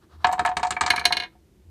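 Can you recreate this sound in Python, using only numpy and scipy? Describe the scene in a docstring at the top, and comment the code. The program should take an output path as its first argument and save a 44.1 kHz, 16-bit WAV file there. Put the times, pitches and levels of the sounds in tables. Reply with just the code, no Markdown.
"""A steel ball clatters down the pegs of a small wooden board, drops into a slot and bounces to rest.
Every hit makes the back panel and the frame ring; hard hits also rock the stand on the table.
A hand brushes the board before and after. Around it is a small, dry workshop with a low rumble."""
import sys
import numpy as np
from scipy import signal
from scipy.fft import rfft, irfft, next_fast_len
from scipy.io import wavfile

SR = 44100
rng = np.random.default_rng(int(sys.argv[2]) if len(sys.argv) > 2 else 0)


def wav_record(signal):
    """Record a signal, one row per channel, as 16-bit PCM in the file named by sys.argv[1]."""
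    frames = np.transpose(np.atleast_2d(signal))
    bounded = np.clip(frames, -1, 1)
    # unit amplitude maps onto the largest positive 16-bit level
    quanta = np.round(bounded * 32767).astype(np.int16)
    wavfile.write(sys.argv[1], SR, quanta)


N = 74970
T = np.arange(SR // 3) / SR  # the seconds that pass during one hit


def amp(db):
    """Turn decibels into a number to multiply a sound by."""
    return 10 ** (np.asarray(db) / 20)


def along(points, hz):
    """Read the value at hz off a curve drawn through (frequency, value) points."""
    freqs, values = np.transpose(points)
    return np.interp(np.log(hz + 1), np.log(freqs + 1), values)


def filtered(x, response):
    """Turn each frequency of x up or down by response(hz)."""
    size = next_fast_len(len(x) + 4096)
    return irfft(rfft(x, size) * response(np.fft.rfftfreq(size, 1 / SR)), size)[:len(x)]


def noise(spectrum, size):
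    """Noise of strength 1; the spectrum only sets the balance of low and high."""
    x = filtered(rng.standard_normal(size), lambda hz: amp(along(spectrum, hz)))
    return x / np.sqrt(np.mean(x ** 2) + 1e-20)


def dying(x, fades, size=256):
    """Let each frequency die away at its own speed. A fade time is how long a 60 dB drop takes."""
    hz, t, bands = signal.stft(x, SR, nperseg=size)
    faded = bands * amp(-60 * t / along(fades, hz)[:, None])
    return signal.istft(faded, SR, nperseg=size)[1][:len(x)]


def add(track, s, sound):
    """Mix a sound in at s seconds; a time below 0 counts as 0."""
    i = max(0, round(s * SR))
    track[i:i + len(sound)] += sound[:len(track) - i]


# The rumble's balance of low and high: f/Hz, level/dB
RUMBLE_TONE = [(25, -29.5), (45, -10.5), (62, 2), (95, -10), (190, -8.5), (270, -17.5), (345, -6.5),
               (450, -21.5), (650, -26.5), (1300, -34.5), (2500, -35), (14400, -43.5), (16000, -60.5)]
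def rumble(level_db=-53.5):
    """A low, steady noise fills the workshop."""
    return amp(level_db) * noise(RUMBLE_TONE, N)


# Strokes of the hand: t/s, length/s, level/dB
BRUSHES = [(-.03, 0.06989, -58), (0.075, 0.12, -53.5), (.16, 0.17, -50), (1.287, 0.0863, -66.5)]
# The hiss of skin on wood: f/Hz, level/dB
SKIN_TONE = [(200, -17.5), (700, -1), (1280, 2.5), (1700, -4.5), (2300, -17.5), (4000, -10), (7000, -24.5),
             (15000, -32)]
# Hums of the table: t/s, length/s, f/Hz, level/dB
TABLE_HUMS = [(0.103, .18, 78.51, -38.5), (1.597, 0.2405, 84.9, -39.5)]
def hand():
    """Skin brushes the wood, and the table sways under the hand with a low hum."""
    out = np.zeros(N)
    for s, length, db in BRUSHES:
        n = int(length * SR)
        add(out, s, amp(db) * np.hanning(n) * noise(SKIN_TONE, n))
    for s, length, hz, db in TABLE_HUMS:
        n = int(length * SR)
        add(out, s, amp(db) * np.hanning(n) * np.sin(2 * np.pi * hz * np.arange(n) / SR))
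    return out


def ringing(notes, force, scatter_db, swell_cycles, attack_s, detune=0.0041):
    """Struck wood rings with several notes at once; each swells quickly, then fades."""
    ring = np.zeros(len(T))
    for k, (hz, db, fade_s) in enumerate(notes):
        # each note's pitch varies slightly at random from hit to hit
        hz = hz * (1 + detune * rng.standard_normal())
        fade_s = min(fade_s, 0.037 + 74.786 / hz)  # wood cannot ring long, least of all on high notes
        swell = 1 - np.exp(-T / (attack_s + swell_cycles / hz))
        level = force(hz) * amp(db + scatter_db * rng.standard_normal() - 60 * T / fade_s)
        direction = (-1) ** k  # neighbouring notes start opposite ways
        ring += direction * level * swell * np.sin(2 * np.pi * hz * T)
    return ring


def hit(notes, grain, force, ring_db, scatter_db, attack_s, punch_db, punch_s, grain_db=9):
    """One hit: clear notes over grain, a blur of short ones. 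force(hz) is the push each pitch gets."""
    ring = ringing(notes, force, scatter_db, swell_cycles=1.0, attack_s=attack_s)
    burst = filtered(grain, force) * (1 - np.exp(-T / attack_s))
    punch = amp(punch_db * np.exp(-(T / punch_s) ** 2))  # the first moment is a bit louder
    return (amp(ring_db) * ring + amp(grain_db) * burst) * punch


PANEL_HZ, KNOCK_HZ, CLACK_HZ, TICK_HZ = 805.56, 1250, 3655.7, 7483.5  # parts of a hit, low to high
# The ball hits a peg: t/s, panel ring/dB, knock/dB, peg note/dB, clack/dB, tick/dB, treble edge/Hz
PEG_HITS = [(.2442, -13.5, -17, -27, -23.5, -39.5, 9000), (0.2675, -18.5, -26, -43, -39.5, -34, 8359),
            (0.2906, -16.5, -31.5, -37, -67.5, -48.5, 8010), (.3135, -25.5, -42.5, -41, -47, -46.5, 8000),
            (.3255, -23, -38.5, -48, -47, -34, 15000), (.3295, -14.5, -29, -36.5, -42, -37, 8900),
            (.3795, -28, -37, -51, -54.5, -67.5, 8944), (0.3929, -16, -20.5, -26, -33.5, -34.5, 9800),
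            (.4495, -16.5, -19, -26.5, -40, -39, 14060), (.4595, -15, -36, -31.5, -37.5, -32.5, 11160),
            (0.4736, -27, -24.5, -53, -36, -61.5, 9000), (.4895, -17.5, -35, -49.5, -46.5, -44.5, 9370),
            (.5140, -23, -35.5, -50.5, -51, -64, 9000), (0.5681, -23.5, -24.5, -24.5, -29.5, -29, 9920),
            (0.5949, -27, -32, -41.5, -52, -42.5, 9600), (0.63, -19, -24.5, -23.5, -29.5, -33.5, 9348),
            (.6478, -18.5, -31.5, -35, -49, -37.5, 8020), (.6685, -22.5, -36.5, -44.5, -44.5, -34.5, 8060),
            (.7060, -23.5, -25, -30, -34, -23.5, 10340), (0.7208, -35, -30.5, -39, -31.5, -49, 10000),
            (0.766, -26.5, -27, -21, -45.5, -57.5, 8076), (.8093, -23.5, -16.5, -23.5, -28, -21.5, 9200),
            (0.825, -26.5, -34.5, -40.5, -36.5, -40, 8740), (.8355, -19.5, -30.5, -25, -39, -47, 8000),
            (.8620, -24, -26.5, -20, -28, -24, 7995), (.8770, -23, -27, -42.5, -35.5, -34, 7868),
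            (0.935, -22, -25.5, -24, -48, -45.5, 7927), (.9780, -33.5, -23, -18, -35.5, -45, 8100),
            (1.0120, -34, -31, -26, -51, -58.5, 8000), (1.1060, -23, -29.5, -53.5, -70.5, -72, 8010),
            (1.1490, -30.5, -47, -49, -61.5, -68.5, 8000), (1.3510, -55, -73, -84, -89, -91, 8090)]
# Notes of the board when struck at a peg: f/Hz, level/dB, fade at most/s
BOARD_NOTES = [(729.5, -3.5, 0.1723), (918.21, -1, 0.0737), (1023.2, -14, 0.1), (1095.2, -12, .08),
               (1122.5, -4, 0.03), (1275.2, -6, 0.065), (1546.4, -16.5, 0.025), (1555.7, -12, 0.081),
               (1705.7, 2, 0.03), (1755.9, -3.5, 0.052), (1779.6, -4, 0.032), (1949.9, -19, 0.11),
               (2193.1, -13.5, 0.071), (2884.2, -11, .05), (3189.7, -9.5, 0.064), (3768.5, -1.5, 0.025),
               (4153.9, -7.5, .06), (4518, -3, 0.015)]
# The blur of short notes between those: f/Hz, level/dB
BOARD_GRAIN = [(200, -25.5), (600, -21.5), (740, -15), (1000, 4), (1700, -4.5), (2600, -3), (3500, -1),
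               (4300, 2), (5500, -5.5), (8000, -4), (10000, -12.5), (15000, -13)]
# How long the blur lasts, here and in the slot: f/Hz, fade/s
GRAIN_FADES = [(700, 0.091), (2000, 0.08), (4000, 0.045), (8000, 0.050493), (15000, 0.014)]
# A peg's own notes: f/Hz, level/dB, fade at most/s
PEG_NOTES = [(2299.9, 6, 0.043), (2394.5, -9.5, 0.028), (4311.2, -18.5, .045)]
def pegs(scatter_db=1.7138):
    """The ball makes each peg and the board ring; a softer touch has less treble."""
    out = np.zeros(N)
    for s, panel, knock, peg, clack, tick, edge_hz in PEG_HITS:
        tone = [(PANEL_HZ, panel), (KNOCK_HZ, knock), (1850, knock), (CLACK_HZ, clack), (TICK_HZ, tick)]
        force = lambda hz: amp(along(tone, hz)) / np.sqrt(1 + (hz / edge_hz) ** 16)
        grain = dying(noise(BOARD_GRAIN, len(T)), GRAIN_FADES)
        board = hit(BOARD_NOTES, grain, force, ring_db=6, scatter_db=scatter_db,
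                    attack_s=0.0011, punch_db=2.0, punch_s=0.010523)
        ping = ringing(PEG_NOTES, lambda hz: amp(peg), scatter_db, swell_cycles=0.884, attack_s=0.0007)
        add(out, s, board + ping)
    return out


# The stand rocks: t/s, level/dB
THUMPS = [(.246, -33.5), (0.329, -40.5), (0.391, -30), (0.451, -46.5), (0.567, -32.5), (0.628, -46.5),
          (.707, -35.5), (.812, -31), (0.902, -32.5), (0.977, -39.5), (1.056, -32), (1.122, -37.5),
          (1.167, -38.5)]
# A thump's balance of low and high: f/Hz, level/dB
THUMP_TONE = [(30, -36), (55, -11), (72, 4.5), (105, -6.5), (185, 1.5), (290, -2), (450, -1.5), (560, -9.5),
              (1200, -50.5)]
# How long a thump lasts: f/Hz, fade/s
THUMP_FADES = [(60, 1), (150, 0.17), (500, 0.39)]
def stand(attack_s=0.001):
    """Hard hits push the stand against the table with a dull thump."""
    out = np.zeros(N)
    for s, db in THUMPS:
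        thump = dying(noise(THUMP_TONE, len(T)), THUMP_FADES, size=1024)
        add(out, s, amp(db) * thump * (1 - np.exp(-T / attack_s)))
    return out


# The ball hits the slot's walls and floor: t/s, panel ring/dB, knock/dB, clack/dB, tick/dB
SLOT_HITS = [(.9022, -20.5, -11, -16, -24.5), (.9600, -27.5, -25, -29.5, -32),
             (.9935, -33, -35, -29.5, -37.5), (1.0400, -35.5, -35, -40, -64),
             (1.0527, -18, -16.5, -11.5, -19.5), (1.1228, -25, -20, -16, -30.5),
             (1.1675, -29.5, -23.5, -19.5, -36), (1.1985, -34.5, -27, -23.5, -44),
             (1.2208, -37, -31, -34, -54), (1.2335, -39.5, -32, -31.5, -54), (1.2440, -42, -37, -40, -76.5),
             (1.2520, -67.5, -45, -74.5, -83), (1.2570, -55.5, -50.5, -53, -72)]
# Notes of the board when struck in the slot: f/Hz, level/dB, fade at most/s
SLOT_NOTES = [(726.39, 4, 0.1075), (920.96, -6, .1), (988.12, -3, .09), (1575.8, -10, 0.039),
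              (1646.7, -0.5, 0.057), (1761.5, -6.5, 0.15), (1823.7, -9, .05), (2133.9, -4.5, .06),
              (2205.9, 4, 0.043), (2491.4, -15, 0.019), (2839.7, 1.5, 0.041), (3143.8, -9, 0.067),
              (3554.9, -7, .06), (4057.4, 1, 0.074), (4234, 0.5, 0.041), (4458, 3.5, 0.043),
              (5554.8, -3.5, 0.036), (6372, -7.5, 0.11)]
# The blur of short notes between those: f/Hz, level/dB
SLOT_GRAIN = [(200, -27), (600, -24), (740, -4), (1300, -7.5), (1700, -4), (2900, 0), (4300, 0.5),
              (5100, -4.5), (6300, 1), (7500, -13.5), (9000, -1), (12500, -11), (15000, -8.5)]
def slot():
    """The ball strikes the same wood again and again; the last bounces get faster and weaker."""
    out = np.zeros(N)
    grain = dying(noise(SLOT_GRAIN, len(T)), GRAIN_FADES)
    for s, panel, knock, clack, tick in SLOT_HITS:
        tone = [(PANEL_HZ, panel), (KNOCK_HZ, knock), (1900, knock), (CLACK_HZ, clack), (TICK_HZ, tick)]
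        force = lambda hz: amp(along(tone, hz))
        add(out, s, hit(SLOT_NOTES, grain, force, ring_db=1.5, scatter_db=0.5105,
                        attack_s=0.001565, punch_db=2.5, punch_s=0.005))
    return out


# Echoes off the table top and the back wall: delay/s, level/dB
ECHOES = [(.0024, -14.5), (0.0133, -19.5)]
def echoes(x, low_cut_hz=1500):
    """Nearby surfaces throw back the bright part of each click."""
    bright = filtered(x, lambda hz: hz ** 4 / (hz ** 4 + low_cut_hz ** 4))
    out = np.zeros(N)
    for s, db in ECHOES:
        add(out, s, amp(db) * bright)
    return out


# How long sound lingers in the workshop: f/Hz, fade/s
ROOM_FADES = [(100, .28), (700, .19), (3000, .17), (8000, 0.14), (15000, 0.12)]
def room(x, level_db=-16, onset_s=0.0065):
    """Many faint echoes blend into a short tail behind each sound."""
    tail = dying(rng.standard_normal(len(T)), ROOM_FADES) * (1 - np.exp(-(T / onset_s) ** 2))
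    return amp(level_db) * signal.fftconvolve(x, tail / np.linalg.norm(tail))[:N]


def scene():
    """Ball, stand and hand, with their echoes and the rumble, in one channel."""
    board = pegs() + slot() + stand() + hand()
    return (board + echoes(board) + room(board) + rumble())[None]


# How strongly the microphone picks up each pitch: f/Hz, level/dB
MIC_TONE = [(1000, -3.5), (14800, -3.5), (15600, -17.5), (16500, -33)]
def record(dry, top_hz=16500):
    """The microphone dulls the highest treble and hears nothing above top_hz."""
    return filtered(dry[0], lambda hz: amp(along(MIC_TONE, hz)) * (hz < top_hz))[None]


dry = scene()
out = record(dry)
wav_record(out)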